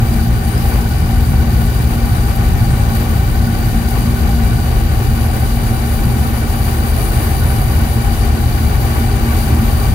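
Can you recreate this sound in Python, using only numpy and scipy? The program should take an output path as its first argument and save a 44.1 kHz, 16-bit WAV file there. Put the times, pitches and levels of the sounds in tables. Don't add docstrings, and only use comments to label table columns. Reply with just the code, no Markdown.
import sys
import numpy as np
from scipy import signal
from scipy.fft import rfft, irfft, next_fast_len
from scipy.io import wavfile
from scipy.ndimage import uniform_filter1d, minimum_filter1d, map_coordinates

SR = 44100
rng = np.random.default_rng(int(sys.argv[2]) if len(sys.argv) > 2 else 0)


def dump_mix(stems):
    frames = np.atleast_2d(stems).T
    limited = np.clip(frames, -1, 1)
    pcm = np.round(limited * 32767).astype(np.int16)
    wavfile.write(sys.argv[1], SR, pcm)


N = 438354
TIME = np.arange(N) / SR
FREQS = np.maximum(np.fft.rfftfreq(next_fast_len(N), 1 / SR), 1)
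MAINS_HZ, CUTOFF_HZ = 60.03, 15750


def from_db(db):
    return np.exp(np.asarray(db) * float(np.log(10) / 20))


def in_frequency(rows):
    hz, *columns = np.transpose(rows)
    return np.array([np.interp(np.log(FREQS), np.log(hz), column) for column in columns])


def to_wave(spectrum):
    return irfft(spectrum.astype(np.complex64), next_fast_len(N))[..., :N]


def band(low_hz, high_hz):
    return 1 / (1 + (FREQS / high_hz) ** 20) - 1 / (1 + (FREQS / low_hz) ** 20)


def drift(rate):
    step = 40
    pole = np.exp(-2 * np.pi * rate * step / SR)
    noise = rng.standard_normal(N // step + 2002)
    slow = signal.lfilter([1], [1, -2 * pole, pole * pole], noise)[2000:]
    slow = ((slow - slow.mean()) / slow.std()).astype(np.float32)
    return uniform_filter1d(np.repeat(slow, step)[:N], step)


def swells(rows):
    return sum(db * np.exp2(-np.minimum((2 * (TIME - peak_s) / length) ** 2, 20))
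               for peak_s, length, db in rows)


def listener_shift(before_db, after_db, at_s=4.62, glide_s=0.29):
    return before_db + (after_db - before_db) * np.clip((TIME - at_s) / glide_s + .5, 0, 1)


def evened(x, seconds):
    power = uniform_filter1d(np.mean(x ** 2, axis=0), int(seconds * SR))
    return x * np.sqrt(power.mean() / power)


def turbulence(likeness):
    mid, side = rng.standard_normal((2, 2 * len(FREQS)), dtype=np.float32).view(np.complex64)
    mid, side = np.sqrt(1 + likeness) * mid, np.sqrt(1 - likeness) * side
    return np.array([mid + side, mid - side]) * np.sqrt(N * SR / 2) / 2


def resonances(modes, likeness):
    out = np.zeros((2, len(FREQS)), complex)
    drives = [turbulence(likeness) for _ in modes[:2]]
    for k, (hz, width, left_db, right_db, lead) in enumerate(modes):
        near = slice(*np.searchsorted(FREQS, [hz - 10 * width, hz + 10 * width]))
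        peak = 1 / (1 + ((FREQS[near] ** 2 - hz ** 2) / (FREQS[near] * width)) ** 2)
        sides = np.array([[from_db(left_db) * np.exp(1j * lead)], [from_db(right_db)]])
        out[:, near] += sides * peak * drives[k % 2][:, near]
    return out


def rotor(speed_hz, tones, wander, waver_db):
    angle = 2 * np.pi * speed_hz * (TIME + wander * np.cumsum(drift(1.46), dtype=float) / SR)
    out = np.zeros((2, N))
    for order, left_db, right_db in tones:
        tone = np.cos(order * angle) * from_db(waver_db * drift(4.6))
        out[0] += from_db(left_db) * tone
        out[1] += from_db(right_db) * tone
    return np.sqrt(2) * out


# (harmonic [x fan speed], left level [dB], right level [dB])
FAN_TONES = [(17, -38.5, -52), (18, -47, -50), (19, -41.5, -50), (35, -55, -47.5), (36, -48, -54),
             (37, -62, -69)]


def fan(speed_hz=42.0):
    return rotor(speed_hz, FAN_TONES, wander=0.00121, waver_db=2.0)


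# (harmonic [x shaft speed], left level [dB], right level [dB])
MOTOR_TONES = [(1, -28, -39), (2, -30.5, -32), (5, -51, -49), (11, -48, -54), (15, -52, -61),
               (16, -56, -57), (33, -65, -68), (34, -60, -59), (41, -58, -69), (42, -63, -70)]


def motor(speed_hz=58.15, hum_db=-22.5):
    third_db = listener_shift(-29, -46.5)
    fourth_db = listener_shift(-27, -29) + swells(BOOM_SWELLS)
    moving_tones = [(3, third_db - 0.5, third_db + 1.5), (4, fourth_db + 1, fourth_db - 1)]
    shaft = rotor(speed_hz, MOTOR_TONES + moving_tones, wander=0.00039, waver_db=0.63)
    hum = from_db(hum_db) * np.cos(2 * np.pi * 2 * MAINS_HZ * TIME)
    sideband = from_db(third_db - 7) * np.cos(2 * np.pi * (2 * MAINS_HZ + speed_hz) * TIME)
    return shaft + np.sqrt(2) * (hum + sideband)


# (pitch [Hz], width [Hz], left level [dB], right level [dB], left phase lead [rad])
BLOWER_MODES = [(1480, 104, -60.5, -57, -1.47)]


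def blower(flutter_hz=14.5, wander=0.19, depth=.65):
    angle = 2 * np.pi * flutter_hz * np.cumsum(1 + wander * drift(5.4), dtype=float) / SR
    puffs = (1 + depth * np.cos(angle)) / np.sqrt(1 + depth ** 2 / 2)
    return to_wave(resonances(BLOWER_MODES, likeness=0.85)) * puffs


# (start [s], end [s], pitch [Hz], filter width [Hz], left level [dB], right level [dB])
WHISTLE_CUES = [(.55, 1.1, 5000, 550, -70, -84), (.4, 0.75, 8850, 230, -64, -73),
                (2.6, 2.9, 8200, 230, -69, -81), (4.95, 9, 10700, 500, -66, -73),
                (8.2, 8.2, 10600, 400, -55, -73)]


def whistles(fade_s=0.077, waver_db=4.0):
    out = np.zeros((2, N))
    for start, end, hz, width, left_db, right_db in WHISTLE_CUES:
        span = slice(*np.searchsorted(TIME, [start - fade_s, end + fade_s]))
        gate = np.clip(np.minimum(TIME[span] - start, end - TIME[span]) / fade_s + .5, 0, 1)
        b, a = signal.iirpeak(hz, hz / width, fs=SR)
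        eddies = rng.standard_normal((2, N), dtype=np.float32)[:, span] * np.sqrt(SR / 2)
        tone = signal.lfilter(b, a, signal.lfilter(b, a, eddies))
        waver = from_db(waver_db * drift(6.9)[span])
        out[:, span] += from_db([[left_db], [right_db]]) * tone * gate * waver
    return out


def shimmer(spectrum, depth_db):
    edges = np.append(np.linspace(8300, CUTOFF_HZ, 12)[:-1], SR)
    return sum(to_wave(spectrum * band(low, high)) * from_db(depth_db * np.array([drift(13), drift(9)]))
               for low, high in zip(edges, edges[1:]))


def with_rim_echo(hiss, nearness, far_ms=1.25, near_ms=1.12, echo_db=-17):
    delay_s = (far_ms + (near_ms - far_ms) * nearness) / 1000
    echo = np.array([map_coordinates(side, [(TIME - delay_s) * SR], order=3) for side in hiss])
    return hiss + from_db(echo_db) * echo


# (pitch [Hz], width [Hz], left level [dB], right level [dB], left phase lead [rad])
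JET_MODES = [(9100, 450, -69, -82, 0.78), (9620, 160, -64, -72, -1.5), (10600, 400, -68.5, -72, 2),
             (11750, 230, -76, -68.5, -1), (13280, 240, -73, -66.5, .3), (14720, 400, -72, -68, -.3)]


def jet_ring(nearness):
    return shimmer(resonances(JET_MODES, likeness=.5), depth_db=3.0) * np.clip(nearness / 0.62, 0, 1)


# (frequency [Hz], left level [dB], right level [dB])
HISS_EQ = [(2500, -99, -85), (3570, -69, -73), (5220, -70.5, -92), (5600, -77, -81), (5640, -70.5, -80),
           (6800, -72.5, -87), (7700, -73.5, -83), (9100, -73, -78.5), (11200, -74.5, -71.5),
           (13000, -75, -69.5), (15700, -73, -70)]
# (pitch [Hz], width [Hz], left level [dB], right level [dB], left phase lead [rad])
PORT_MODES = [(2935, 260, -66.5, -71, .5), (3960, 200, -65.5, -88, -1.95), (4617, 194, -60, -85, 0.077),
              (6470, 220, -80.5, -81, 0.13), (7170, 270, -71, -83, 2.3), (8780, 470, -70, -83, -1.1),
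              (9700, 210, -68, -72.5, -1.8), (10480, 560, -69, -73.5, 1.9)]
# (time [s], nearness [0-1])
LEAN_PATH = [(4.8, 0.1), (5.4, .45), (6.3, 0.6), (7.1, 0.86), (7.65, 0.9), (7.9, 0.1), (9.94, 0.7)]


def spray(air_db, gust_db, hiss_db=-1.33, lean_db=1.5, flicker_db=0.68, sizzle_db=1.25):
    nearness = np.interp(TIME, *np.transpose(LEAN_PATH))
    noise = from_db(in_frequency(HISS_EQ)) * turbulence(0) + resonances(PORT_MODES, likeness=0.57)
    mains_angle = 2 * np.pi * MAINS_HZ * TIME
    buzz_db = -0.4 * np.cos(2 * mains_angle) - 0.3 * np.cos(mains_angle)
    grain_db = flicker_db * drift(10.6) + sizzle_db * drift(220) + buzz_db
    pan_db = (.5 * drift(2.3) + 0.34 * gust_db) * np.array([[1], [-1]])
    hiss = with_rim_echo(shimmer(noise, depth_db=2.5), nearness)
    hiss *= from_db(hiss_db + lean_db * nearness + gust_db + pan_db)
    air = to_wave(noise * band(5, 8300)) * from_db(air_db + 0.69 * grain_db)
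    return air + (hiss + jet_ring(nearness) + whistles()) * from_db(grain_db)


def chamber_drone(hz=74.7, width_hz=5.4):
    drone = to_wave(resonances([(hz, width_hz, 0, 0, 0)], likeness=1.0))
    return drone * from_db(listener_shift(-33, -25.5))


# (frequency [Hz], left level [dB], right level [dB])
ROAR_EQ = [(18, -60, -59), (26, -48, -53), (39.2, -31, -32.5), (65.7, -30, -33), (119.4, -38, -38),
           (175.5, -48, -48), (257, -52, -52.5), (402, -62, -56.5), (486, -57.5, -59), (1010, -71, -66),
           (1710, -62, -67), (3060, -68.5, -74.5), (6000, -112, -93.5), (16000, -101.1, -106.1)]
# (frequency [Hz], correlation [-1 to 1])
ROAR_IMAGE = [(40, 1), (150, 0.89), (300, 0.68), (450, 0.77), (620, -0.27), (900, 0.25), (1300, -0.49),
              (2000, 0.032), (4000, -0.25)]
# (pitch [Hz], width [Hz], left level [dB], right level [dB], left phase lead [rad])
CHAMBER_MODES = [(214.7, 21.7, -42, -45, 0.5), (229.3, 16, -41.5, -42.5, 0.24), (317.6, 80, -51, -54, -0.3),
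                 (396, 70, -54, -55, 0.05), (577, 36, -65, -53, -1.75), (708, 155, -61.5, -58.5, .5),
                 (787, 88, -48, -63.5, .5), (966, 80, -67.5, -62, 0.1), (1139, 141, -57.5, -60.5, -1.26),
                 (1320, 60, -53, -56, -3), (1819, 64, -60.5, -64, -1.55), (2320, 108, -61, -66, 0.4)]
# (time [s], length [s], lift [dB])
FLARE_SWELLS = [(1.38, .4, 3.5), (2.62, 0.37, 3.5), (3.16, 0.18, 2), (4.34, 0.2, 2.5), (4.84, .35, 2.5),
                (7.1, .7, 1.8), (8.8, 0.76, 1.5), (9.6, 0.92, 2)]
# (time [s], length [s], lift [dB])
BOOM_SWELLS = [(3.4, 0.65, 2.5), (4.35, 0.26, 3), (6.05, .3, 2.5), (9.25, .45, 4.5), (9.66, .2, 3.5)]


def flame(roar_db, rumble_db=-0.87, boom_db=-0.5, surge_db=1.53, boom_surge_db=1.64, flutter_db=0.88):
    noise = from_db(in_frequency(ROAR_EQ)) * turbulence(in_frequency(ROAR_IMAGE)[0])
    noise += resonances(CHAMBER_MODES, likeness=.95)
    bands_hz = [(5, 170), (170, 265), (265, 1500), (1500, SR)]
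    rumble, boom, roar, rush = (to_wave(noise * band(*edges)) for edges in bands_hz)
    rumble = evened(rumble + chamber_drone(), seconds=0.12)
    rumble *= from_db(rumble_db + swells(FLARE_SWELLS) + surge_db * drift(10.5))
    boom = evened(boom, seconds=0.28)
    boom *= from_db(boom_db + 0.62 * swells(BOOM_SWELLS) + boom_surge_db * drift(4.8))
    roar = evened(roar, seconds=0.35) + rush * from_db(-0.1)
    return rumble + boom + roar * from_db(roar_db + flutter_db * drift(14.6))


# (time [s], length [s], lift [dB])
JET_GUSTS = [(.7, 0.2, 2.5), (2.25, .5, 1.3), (3, .25, 2), (3.97, .24, 2.2), (6.74, 0.2, 1.5),
             (7.03, 0.083, 3.5), (7.24, .2, 3.5), (8.9, 0.23, 1.5), (9.41, 0.28, 2.2), (9.84, 0.11, 1.6)]


def scene(firing_db=-1, rise_db_per_s=0.18):
    gust_db = swells(JET_GUSTS)
    burn_db = firing_db + rise_db_per_s * TIME + 0.48 * gust_db
    return flame(burn_db) + spray(burn_db - 0.2, gust_db) + blower() + motor() + fan()


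def record(dry, ceiling=.95, hold_s=.03):
    hold = int(hold_s * SR)
    needed_gain = ceiling / np.maximum(np.abs(dry).max(axis=0), ceiling)
    gain = uniform_filter1d(minimum_filter1d(needed_gain, hold), hold)
    low_pass = from_db(-np.clip(FREQS - CUTOFF_HZ, 0, 300) / 3)
    return to_wave(rfft(dry * gain, next_fast_len(N)) * low_pass)


dry = scene()
out = record(dry)
dump_mix(out)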